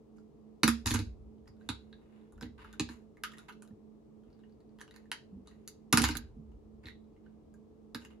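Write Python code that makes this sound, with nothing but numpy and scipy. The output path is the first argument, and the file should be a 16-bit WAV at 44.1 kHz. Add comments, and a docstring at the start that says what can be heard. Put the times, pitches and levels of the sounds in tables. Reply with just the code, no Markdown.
"""A plastic brick aeroplane is set down, pressed, lifted and turned over a wooden table, close to a phone.
Loud clicks, rubbing and table thuds come from 0.6 to 1 s, mostly softer ones until 5.7 s, a second loud
burst around 6 s and a last few up to 8.1 s. Chattering contacts ring the plastic, soft pushes the table,
dense slips the rubbed parts. A small room rings after them; beating hum, rumble and air run throughout.
"""
import sys
import numpy as np
from scipy import signal
from scipy.fft import rfft, irfft, next_fast_len
from scipy.io import wavfile
from scipy.ndimage import uniform_filter1d

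SR = 44100
rng = np.random.default_rng(int(sys.argv[2]) if len(sys.argv) > 2 else 0)


def unload_wav(signal):
    """Save mono or channel-first audio to the path in sys.argv[1] as 16-bit WAV at rate SR, clipped to [-1, 1]."""
    wavfile.write(
        sys.argv[1],
        SR,
        np.round(np.clip(np.atleast_2d(signal).T, -1, 1) * 32767).astype(np.int16),
    )


N = 361619  # samples, 8.2 s

# ringing modes of the plastic toy: (f/Hz, level/dB)
PLASTIC_MODES = [(930, -9.5), (1200, -12.5), (1490, -12), (1790, -11.5), (2170, -10.5), (2550, -8.5),
                 (2880, -6.5), (3300, -7), (3800, -2.5), (4520, 0), (5250, 3), (6000, 5), (6760, 8),
                 (7600, -1.5), (8600, -23.5), (9730, 2.5), (11300, 3), (12600, -17.5), (15000, -26)]


def undb(db):
    """Decibels to gain."""
    return 10 ** (np.asarray(db) / 20)


def unit(x):
    """Scale to rms 1."""
    return x / np.sqrt(np.mean(x ** 2))


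def band(x, lo_hz, hi_hz):
    """Band-pass."""
    return signal.sosfilt(signal.butter(2, [lo_hz, hi_hz], "band", fs=SR, output="sos"), x)


def decay(t, t60):
    """Exponential decay by 60 dB in t60 seconds."""
    return np.exp(-np.log(1000) * t / t60)


def stereo(left_minus_right_db):
    """Gains of the left and right channel for a level difference."""
    return undb([[left_minus_right_db / 2], [-left_minus_right_db / 2]])


def ring(modes, gain_db, detune, seconds):
    """Sum of decaying sines after one blow; modes are rows of (f/Hz, level/dB, t60/s)."""
    hz, db, t60 = np.transpose(modes)[:, :, None]
    t = np.arange(int(seconds * SR)) / SR
    waves = np.sin(2 * np.pi * hz * detune[:, None] * t)
    return (undb(db + gain_db[:, None]) * decay(t, t60) * waves).sum(axis=0)


def add(out, s, sound, pan_db):
    """Place a sound at time s in both channels."""
    i = int(s * SR)
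    n = min(len(sound), N - i)
    out[:, i:i + n] += sound[:n] * stereo(pan_db)


def swell(s, rise_s, hold_s, fade_s):
    """Envelope: rise from time s, hold, then a steady fade by 30 dB per fade_s, down to -120 dB."""
    t = np.arange(N) / SR - s
    fades = np.clip((t - rise_s - hold_s) / max(fade_s, 1e-3), 0, 4)  # negative fade times act as 1 ms
    return np.clip(t / rise_s, 0, 1) * undb(-30 * fades)


def clicks():
    """A quick chatter of contacts rings the modes, per click in its own mix; returns phone and wall signals."""
    # clicks of the plastic, loudest near two pitches, level columns 5 to 7 against the lower pitch:
    # (t/s, peak level/dB, lower f/Hz, upper f/Hz, hollow body near 1 kHz level/dB, upper pitch level/dB,
    #  hard edges at 7 kHz level/dB, left minus right level/dB)
    click_rows = [(0.1835, -58.5, 1380.0, 5100, 1, -9, -32, -3),
                  (0.6335, -9.5, 1895, 4660, -5, -9, -11.5, -3),
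                  (0.6787, -11, 1400.0, 3940.0, -13, -11.5, -12.5, -2),
                  (0.8605, -21.5, 1640, 3730, -2.5, -4.5, -12, -3.5),
                  (0.875, -23, 1810.0, 4090.0, -13, 0, -15, -1), (0.908, -23, 1850, 3600, -6, 4, -7, 0),
                  (0.9145, -23, 1780, 4050.0, -10, 3, -10, -2), (0.9468, -23.5, 1510, 2870, -2, -1, -9, -4),
                  (0.9584, -25.5, 1643, 4490.0, -11.5, -17, -28, -2),
                  (0.9909, -30, 2520, 3870, -15, 7, -6.5, 2), (1.0129, -43.5, 2460, 3960, -11, -15, -33, 2),
                  (1.4777, -51, 1830.0, 4960, -1.5, -2.5, -13.5, -3),
                  (1.6108, -59, 1610, 3830.0, -12, -15, -39, -2),
                  (1.6902, -25, 1470, 3830, -2.5, -1, -16.5, -5),
                  (1.9281, -48, 1630.0, 3820, -16, -5.5, -35, -2.5),
                  (2.3236, -53.5, 1430.0, 3680.0, 7, -21, -9, 0.5),
                  (2.3785, -57, 1470, 2840.0, -12, -17, -23, -1),
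                  (2.4111, -38, 1546, 5640, -1.5, -7.5, -18, -1),
                  (2.4263, -38, 1460.0, 3940, -17, 0, -14, -3),
                  (2.457, -49.5, 1980, 4020, -16, -16, -31, -3),
                  (2.59, -48.5, 1540.0, 2920.0, 3, -14, -32.5, -1),
                  (2.6462, -41.5, 1500, 2820, -4, -19, -33, -2),
                  (2.7285, -45.5, 1570, 3650.0, -10.5, -3, -12.5, -3),
                  (2.738, -50.5, 1520, 2770, -20, -22, -33, 11),
                  (2.797, -21.5, 1622, 4020, -11.5, 2.5, -16, -2.5),
                  (2.8894, -39, 1570, 4250, -11, -3, -22, -3),
                  (3.1705, -53.5, 2130.0, 3940.0, -11, -24.5, -28, 2),
                  (3.2366, -22, 1264, 3500, -23.5, -11.5, -22.5, -0.5),
                  (3.3188, -48, 1250, 3210.0, -17, -6, -21, -3),
                  (3.336, -49, 1860, 2810.0, -25, -16, -26, -2),
                  (3.3833, -41.5, 1420, 3760, -28, -8.5, -15, -1),
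                  (3.4944, -41, 1450.0, 2760, -7.5, -8, -26.5, -2),
                  (3.5243, -53.5, 1250.0, 4100, -8, 7, -8, 2),
                  (3.6223, -42, 1480, 2820.0, -10, -13.5, -11.5, -2),
                  (3.6504, -58, 1415, 3000, 1, -9, -14, 1), (3.676, -57, 1400, 4000, -19, -15, -15, -1),
                  (4.3297, -62.5, 1633, 4660, -14.5, 0.5, -22, 0),
                  (4.4359, -60, 1820, 2890, -12, -8, -36, 5),
                  (4.7871, -51.5, 1990.0, 3170, -1, -2, -17, -1),
                  (4.7982, -49.5, 1770, 3270.0, -19, 0, -19, -2),
                  (4.8134, -35.5, 1743, 3100, -12, -10.5, -19.5, -2),
                  (4.8782, -53, 1510, 2910.0, 1, 5, -15, 1), (4.9098, -48, 1930, 3880, -23, -6, -19, 2),
                  (4.941, -55, 1850, 4680.0, -20, -15, -29, -1),
                  (4.9619, -45, 1840, 4190, -12, -6.5, -16.5, -7),
                  (5.0564, -61, 1770.0, 3420.0, -23, -21, -28, -1),
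                  (5.1163, -21.5, 1840, 3083, -6.5, -4.5, -15.5, -0.5),
                  (5.4736, -45.5, 1220, 3950, -8.5, -3.5, -12, 2.5),
                  (5.5122, -58.5, 1910, 2810.0, -12, -13, -25, -1),
                  (5.6768, -28.5, 1683, 4650, -13, 2.5, 1, -0.5),
                  (5.9273, -9.5, 1480, 4490, -4, -9.5, -10.5, -1.5),
                  (5.9735, -8, 1470, 4330, -9, -9.5, -11.5, -3.5),
                  (5.9966, -23.5, 1560, 3980.0, -2, -8, -13, 2), (6.0188, -15, 2480, 4660, -17, 0, -2, -4),
                  (6.0404, -14.5, 1460, 4460, -6, -9, -13.5, -2.5),
                  (6.051, -31, 1210.0, 3950, -10, 0, -19, -1), (6.0888, -24, 1480.0, 2850, 2.5, 1, -11, -2),
                  (6.1106, -29, 2510, 4200, -8, 8, -11, 0), (6.153, -29, 1560, 4700, -18, -18.5, -24, 0),
                  (6.1703, -35, 1480.0, 3970, -4, 7, 5, -30),
                  (6.5171, -65, 1300.0, 2910.0, 0.5, -4.5, -22.5, 7),
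                  (6.8375, -55.5, 2130.0, 4650, -24.5, -21, -34, -5),
                  (6.8572, -40.5, 1910.0, 4040, -30, -4.5, -35, -2),
                  (6.8694, -42, 2080.0, 3930, -25, -9.5, -28, -2),
                  (6.885, -40, 1854, 3870.0, -30, -10, -32, -8),
                  (6.9056, -51, 1920.0, 3750, -37, -12, -36, -10),
                  (7.1646, -66, 2130.0, 2820, -22, -14, -33, -3),
                  (7.2629, -59, 1540, 2920.0, -24.5, -16.5, -34.5, -5),
                  (7.5406, -55, 1610.0, 5030, 0, -25.5, -10.5, 1),
                  (7.9474, -29.5, 1590.0, 3850, -14, -7.5, -19.5, -4),
                  (8.02, -52, 1530.0, 2810.0, -3, -4, -24, -3), (8.0501, -43, 1636, 2800, -17, -4, -13, -2),
                  (8.1096, -59, 1460.0, 2810.0, 1, 6.5, -25.5, -6)]
    hard_db, soft_db = -11.5, -46  # peak levels at which a blow counts as fully hard, fully soft
    valley_db, flank_db = -10, -5  # soft clicks: weaker between the two pitches, and just above the upper
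    pitch_ring = 2.4  # the two pitches of a soft click ring this many times longer
    edge_tilt_db = 8.5  # 11 kHz against 7 kHz
    chatter_ms = 8.1  # contacts weaken by a factor e in this time
    main_contact = 4.2  # strength against the chatter
    graze_ms, graze_db = 1.4, -3  # weaker contacts lead up to the main one

    out, around = np.zeros((2, N)), np.zeros((2, N))
    hz = np.array(PLASTIC_MODES)[:, 0]
    size, rows = int(.06 * SR), click_rows + ticks()
    graze = int(graze_ms * SR / 1000)
    chatter_fade = np.exp(-np.arange(size) / SR * 1000 / chatter_ms)
    chance = rng.standard_normal((len(rows), 2 * size + 2 * len(hz)))
    for (s, db, low_hz, high_hz, body_db, high_db, edges_db, pan_db), c in zip(rows, chance):
        soft = np.interp(db, [soft_db, hard_db], [1, 0])
        between_hz, flank_hz = np.sqrt(low_hz * high_hz), np.sqrt(high_hz * 7000)
        between_db = high_db / 2 + soft * valley_db
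        above_db = (high_db + edges_db) / 2 + soft * flank_db
        corners_hz = [950, low_hz, between_hz, high_hz, flank_hz, 7000, 11000]
        corners_db = [body_db, 0, between_db, high_db, above_db, edges_db, edges_db + edge_tilt_db]
        tone_db = np.interp(np.log(hz), np.log(corners_hz), corners_db)

        level_scatter, pitch_scatter = c[2 * size:].reshape(2, -1)
        detune, longer = 1 + .012 * pitch_scatter, np.ones(len(hz))
        for pitch_hz in (low_hz, high_hz):  # the grip pulls the nearest mode to this pitch
            k = np.argmin(np.abs(hz - pitch_hz))
            detune[k], longer[k] = pitch_hz / hz[k], pitch_ring ** soft
        body = plastic(tone_db + 2 * level_scatter, detune, longer)

        contacts = c[:size] * (c[size:2 * size] > 1.2) * chatter_fade
        contacts[:graze] *= undb(graze_db)
        contacts[graze] = main_contact
        sound = band(signal.fftconvolve(contacts, body), 1000, .45 * SR)
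        scale = undb(db) / np.abs(sound).max()
        add(out, s - graze / SR, scale * sound, pan_db)
        # summed over all directions the contacts add up in power, without comb notches
        power_sum = np.sqrt(np.sum(contacts ** 2))
        add(around, s, scale * power_sum * band(body, 800, 17000), 0)
    return out, around


def ticks():
    """Faint clicks at chance moments while fingers shift, each scattered around one typical tick."""
    # spans with shifting fingers: (from t/s, to t/s)
    spans = [(1.33, 1.66), (2.2, 2.4), (3.7, 3.8), (4.2, 4.75), (5.4, 5.6), (7.03, 7.13)]
    # typical tick: (peak level/dB, lower f/Hz, upper f/Hz, body level/dB, upper pitch level/dB,
    # hard edges level/dB, left minus right level/dB)
    typical = (-70, 1600, 3900, -8, -6, -22, 0)
    # largest deviation to either side, same columns and units as the typical tick
    scatter = (4, 350, 800, 5, 5, 5, 4)
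    ticks_per_s = 12
    rows = []
    for start, end in spans:
        count = max(round((end - start) * ticks_per_s), 1)
        for k, r in enumerate(rng.random((count, 8))):
            s = start + (k + r[0]) / count * (end - start)
            rows.append((s, *(typical + (2 * r[1:] - 1) * scatter)))
    return rows


def plastic(gain_db, detune, longer):
    """One blow on the toy; higher modes die sooner and neighbouring modes start in opposite directions."""
    t60_s, treble_damping = 0.011, 1.18  # ring time at 1.5 kHz, and the power of pitch that shortens it
    modes = np.array([(hz, db, more * t60_s * (1500 / hz) ** treble_damping)
                      for (hz, db), more in zip(PLASTIC_MODES, longer)])
    even = ring(modes[::2], gain_db[::2], detune[::2], .05)
    odd = ring(modes[1::2], gain_db[1::2], detune[1::2], .05)
    return even - odd


def rub():
    """Fingers and parts rub: dense uneven slips ring the plastic; each rub has its own share of treble."""
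    # rubs: (full from t/s, hold t/s, fade by 30 dB t/s, dull part level/dB, treble against it level/dB)
    rub_rows = [(0.163, .014, .12, -78.5, -1), (0.858, 0.027, 0.13, -40, 4),
                (0.939, 0.0053, 0.0226, -35, 1.5), (0.999, 0.0036, -0.01, -47, -18),
                (1.474, 0.0034, -0.67, -59, -15), (1.598, 0.012, 1.7, -77, -7),
                (1.981, 0.14, -0.7, -81, -15.5), (2.124, 0.053, 0.3, -74.5, -13),
                (2.431, 0.0025, -0.02, -47, -14), (2.58, 0.044, 0.36, -60, -13.5),
                (2.893, 0.0031, 0.12, -53.5, -4), (3.315, .003, 0.12, -62, -8),
                (3.369, 0.0068, 0.15, -61, -6.5), (3.484, 0.012, -0.11, -50.5, -11),
                (3.508, 0.0036, 0.22, -85, 0), (4.252, 0.26, -0.1, -84, -16.5),
                (4.807, .003, -0.0548, -55, -2.5), (4.896, 0.035, 2.14, -84, -11),
                (4.94, 0.0045, 0.12, -64.5, -6), (5.458, 0.0042, 0.44, -74, -7),
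                (6.036, 0.0012, 0.1547, -34, -9.5), (6.084, 0.0054, -0.0529, -46, 4),
                (6.156, 0.013, -0.1147, -56, -19), (6.833, 0.028, -0.5, -66, -10),
                (6.862, 0.0086, 0.11, -61.5, -8.5), (7.238, 0.011, 0.26, -79.5, -14.5),
                (7.999, 0.053, -1, -66.5, -3), (8.047, .004, 0.04, -58, -6), (8.103, .006, 0.1, -65.5, -10)]
    rise_s = 0.0013
    slips_per_s, spread_db = 1200, 0.5
    rub_ring = 1.1  # rubbed parts ring this many times longer
    slips = (rng.random((2, N)) < slips_per_s / SR) * undb(spread_db * rng.exponential(size=(2, N)))
    slips = slips * rng.standard_normal((2, N))
    count = len(PLASTIC_MODES)
    body = plastic(np.zeros(count), np.ones(count), np.full(count, rub_ring))
    rung = signal.fftconvolve(slips, body[None], axes=1)[:, :N]
    dull, bright = unit(band(rung, 1000, 3200)), unit(band(rung, 2800, 14240))
    dull_gain, bright_gain = np.zeros(N), np.zeros(N)
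    for s, hold_s, fade_s, db, treble_db in rub_rows:
        grip = undb(db) * swell(s - rise_s, rise_s, hold_s, fade_s)
        dull_gain += grip
        bright_gain += grip * undb(treble_db)
    return dull_gain * dull + bright_gain * bright


def thuds(scatter_db=3.0, pan_db=-3.5, swell_cycles=0.99):
    """A soft push drives the table modes; the bending waves need a moment to fill the top."""
    # thuds of the table top: (t/s, peak level/dB, deep modes under 120 Hz level/dB, push length t/ms)
    thud_rows = [(0.632, -16, -22, 0.76), (0.677, -19, -8, 0.26), (0.856, -26.5, 3, 1),
                 (0.906, -23.5, -4, 0.77), (0.94, -22, -1, 0.79), (0.989, -28.5, -5, 0.49),
                 (1.688, -30, -5, 0.55), (2.419, -33.5, -15, 0.38), (2.438, -39, -5.5, 0.37),
                 (2.797, -23.5, -11, 0.26), (2.887, -37.5, -35, 0.8), (5.926, -15, -19, 1),
                 (5.973, -22, -17.5, 0.51), (6, -22, -15, 0.82), (6.028, -23, 1.5, 0.35),
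                 (6.09, -27, -14, 0.46), (6.15, -35, -10, 0.4), (6.847, -42, -3, 0.78),
                 (7.946, -32.5, -14.5, 1), (8.039, -50.5, -6, 0.91)]
    # modes of the table top: (f/Hz, level/dB, t60 t/s)
    table_modes = [(69.3, -2.5, 0.65), (99.6, 3, 0.23), (131, -3, 0.073), (164, -12.5, .15), (192, -14, .1),
                   (237.1, -1.5, 0.26), (255, -3, 0.092), (312, 1, 0.1), (321.7, -14.5, 0.27),
                   (366, -12.5, .1), (399, -11.5, 0.033), (457, -15, 0.086), (542, -19, .06),
                   (787, -20.5, 0.15)]
    out, hz = np.zeros((2, N)), np.array(table_modes)[:, 0]
    chance = rng.standard_normal((len(thud_rows), 2, len(hz)))
    t = np.arange(int(.6 * SR)) / SR
    for (s, db, deep_db, push_ms), c in zip(thud_rows, chance):
        gain_db, detune = deep_db * (hz < 120) + scatter_db * c[0], 1 + 0.014 * c[1]
        sound = np.zeros(len(t))
        for k in range(len(hz)):
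            one = slice(k, k + 1)
            fill = 1 - np.exp(-t * hz[k] / swell_cycles)
            # neighbouring modes start in opposite directions
            sound += (-1) ** k * fill * ring(table_modes[one], gain_db[one], detune[one], .6)
        sound = signal.fftconvolve(sound, np.hanning(3 + int(push_ms * SR / 1000)))
        add(out, s, undb(db) * sound / np.abs(sound).max(), pan_db)
    return out


def bumps(rise_s=0.0017, pan_db=-3.0):
    """Soft dull tones without a click: decaying sines that swell in and die away."""
    # low bumps: (t/s, level/dB, f/Hz, t60 t/s)
    bump_rows = [(1.158, -57, 67, 0.23), (1.271, -76, 59, .3), (1.497, -50.5, 99.2, 0.17),
                 (3.707, -42, 215.5, 0.23), (3.722, -49.5, 105.3, 0.16), (4.27, -45.5, 238.7, 0.061),
                 (4.28, -53, 83, .15), (5.327, -41, 197.6, 0.37), (5.342, -46.5, 87.3, 0.25),
                 (5.371, -44, 246.7, 0.2), (6.365, -42, 222, 0.2), (6.388, -40, 150, .1),
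                 (6.509, -44.5, 46.2, 0.72)]
    out, t = np.zeros((2, N)), np.arange(int(.5 * SR)) / SR
    for s, db, hz, t60 in bump_rows:
        envelope = (1 - np.exp(-t / rise_s)) * decay(t, t60)
        add(out, s, undb(db) * envelope * np.sin(2 * np.pi * hz * t), pan_db)
    return out


def room(dry):
    """Wall reflections: decaying noise per band, different at each microphone."""
    # bands of the small room: (f/Hz, t60 t/s, level/dB)
    echo_bands = [(290, 0.25, -18), (800, 0.2, -3.5), (2100, 0.14, -3), (4230, 0.25, -3),
                  (6200, 0.094, -11.5), (10300, 0.12, -4)]
    t = np.arange(int(.5 * SR)) / SR
    echo = np.zeros((2, len(t)))
    for hz, t60, db in echo_bands:
        fade = decay(t, t60)
        tail = band(rng.standard_normal((2, len(t))), hz / 2.2, hz * 1.56) * fade
        echo += undb(db) * tail / np.sqrt(np.sum(fade ** 2))
    echo = echo * np.clip(t / .003 - 1, 0, 1)  # silent for 3 ms, full from 6 ms on
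    return signal.fftconvolve(dry.mean(axis=0)[None], echo, axes=1)[:, :N]


def hum(pan_db=-12.0, lead=.8):
    """Two close hums from the right beat over faint steady tones; lead = radians between the microphones."""
    # both hums get louder or softer together as the phone moves; levels are those of the upper hum:
    # (t/s, rms level/dB)
    hum_levels = [(0, -63), (1.2, -62.5), (2.3, -63), (3.0, -64.5), (3.6, -62), (4.5, -64), (5.2, -65.5),
                  (6.5, -63.5), (7.3, -63), (8.2, -65)]
    # faint appliance tones: (f/Hz, rms level/dB, left minus right level/dB)
    steady_tones = [(310, -71, -0.5), (432, -70.5, -6), (9055, -109, 0)]
    upper_hz, beat_hz, lower_db = 217.79, 3.52, -4.5  # the lower hum lies beat_hz below, lower_db against it
    beat_top_s = .197  # a moment when both add up
    t = np.arange(N) / SR
    ports = np.array([[lead / 2], [-lead / 2]])
    # phase of a slow pitch wander of 0.6 Hz rms
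    drift = np.cumsum(unit(uniform_filter1d(rng.standard_normal(N), 8000))) * 2 * np.pi * .6 / SR
    upper = np.sin(2 * np.pi * upper_hz * (t - beat_top_s) + ports)
    lower = np.sin(2 * np.pi * (upper_hz - beat_hz) * (t - beat_top_s) + ports)
    level = undb(np.interp(t, *np.transpose(hum_levels)))
    out = level * (upper + undb(lower_db) * lower) * stereo(pan_db)
    for hz, db, lr_db in steady_tones:
        out += undb(db) * stereo(lr_db) * np.sin(2 * np.pi * hz * t + drift + ports)
    return np.sqrt(2) * out  # from rms to peak


def rumble(side_db=-14.0):
    """Deep rumble: a wandering floor of low noise, with a few swells from the table or from handling."""
    # swells of the rumble: (start t/s, level/dB, fade by 30 dB t/s)
    swell_rows = [(0.83, -34, 0.54), (1.15, -65, 1.5), (2.3, -55, 0.56), (2.46, -60, 0.87),
                  (5.3, -62.5, 0.9), (6.05, -43.5, 0.74), (6.42, -60.5, 3)]
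    floor_db, wander_db, rise_s = -72.5, 0.5, .06
    mid, side = unit(band(rng.standard_normal((2, N)), 31, 76))
    wander = unit(uniform_filter1d(uniform_filter1d(rng.standard_normal(N), size=9000), size=9000))
    gain = undb(floor_db + wander_db * wander)
    for s, db, fade_s in swell_rows:
        gain += undb(db) * swell(s, rise_s, 0, fade_s)
    return gain * (mid + undb(side_db) * side * np.array([[1], [-1]]))


def air(pan_db=2.46, alike_hz=150.6):
    """Room noise of a given spectrum; towards the bass both microphones hear more of the same."""
    # relative spectrum of the room noise: (f/Hz, level per Hz/dB)
    spectrum = [(40, -4.5), (100, -10.5), (155, -5.5), (190, -9.5), (300, -8), (370, -9.5), (440, -5.5),
                (490, -14), (530, -17.5), (760, -22.5), (1250, -31.5), (1500, -41), (2200, -43),
                (7000, -49.5), (12000, -58), (16000, -58.5)]
    level_db = -60  # rms
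    f = np.maximum(np.arange(N // 2 + 1) * SR / N, 1)
    corners_hz, corners_db = np.transpose(spectrum)
    shape = undb(np.interp(np.log(f), np.log(corners_hz), corners_db))
    mid, side = rfft(rng.standard_normal((2, N))) * shape
    side = side * f / (f + alike_hz)
    out = irfft(np.array([mid + side, mid - side]), N)
    return undb(level_db) * unit(out) * stereo(pan_db)


def scene():
    """Toy and table in the room, over hum, rumble and air."""
    left_lag_s = 30e-6  # the left microphone hears toy and table later
    direct, around = clicks()
    others = thuds() + rub()
    near, walls = direct + others, room(around + others)
    size = next_fast_len(N)
    f = np.arange(size // 2 + 1) * SR / size
    near[0] = irfft(rfft(near[0], size) * np.exp(-2j * np.pi * f * left_lag_s), size)[:N]
    return near + walls + bumps() + hum() + rumble() + air()


def record(dry):
    """The phone cuts the deepest bass below 48 Hz and the top above 16.3 kHz."""
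    x = signal.sosfilt(signal.butter(4, 48., "high", fs=SR, output="sos"), dry)
    return signal.sosfilt(signal.ellip(8, .2, 80, 16300, fs=SR, output="sos"), x)


dry = scene()
out = record(dry)
unload_wav(out)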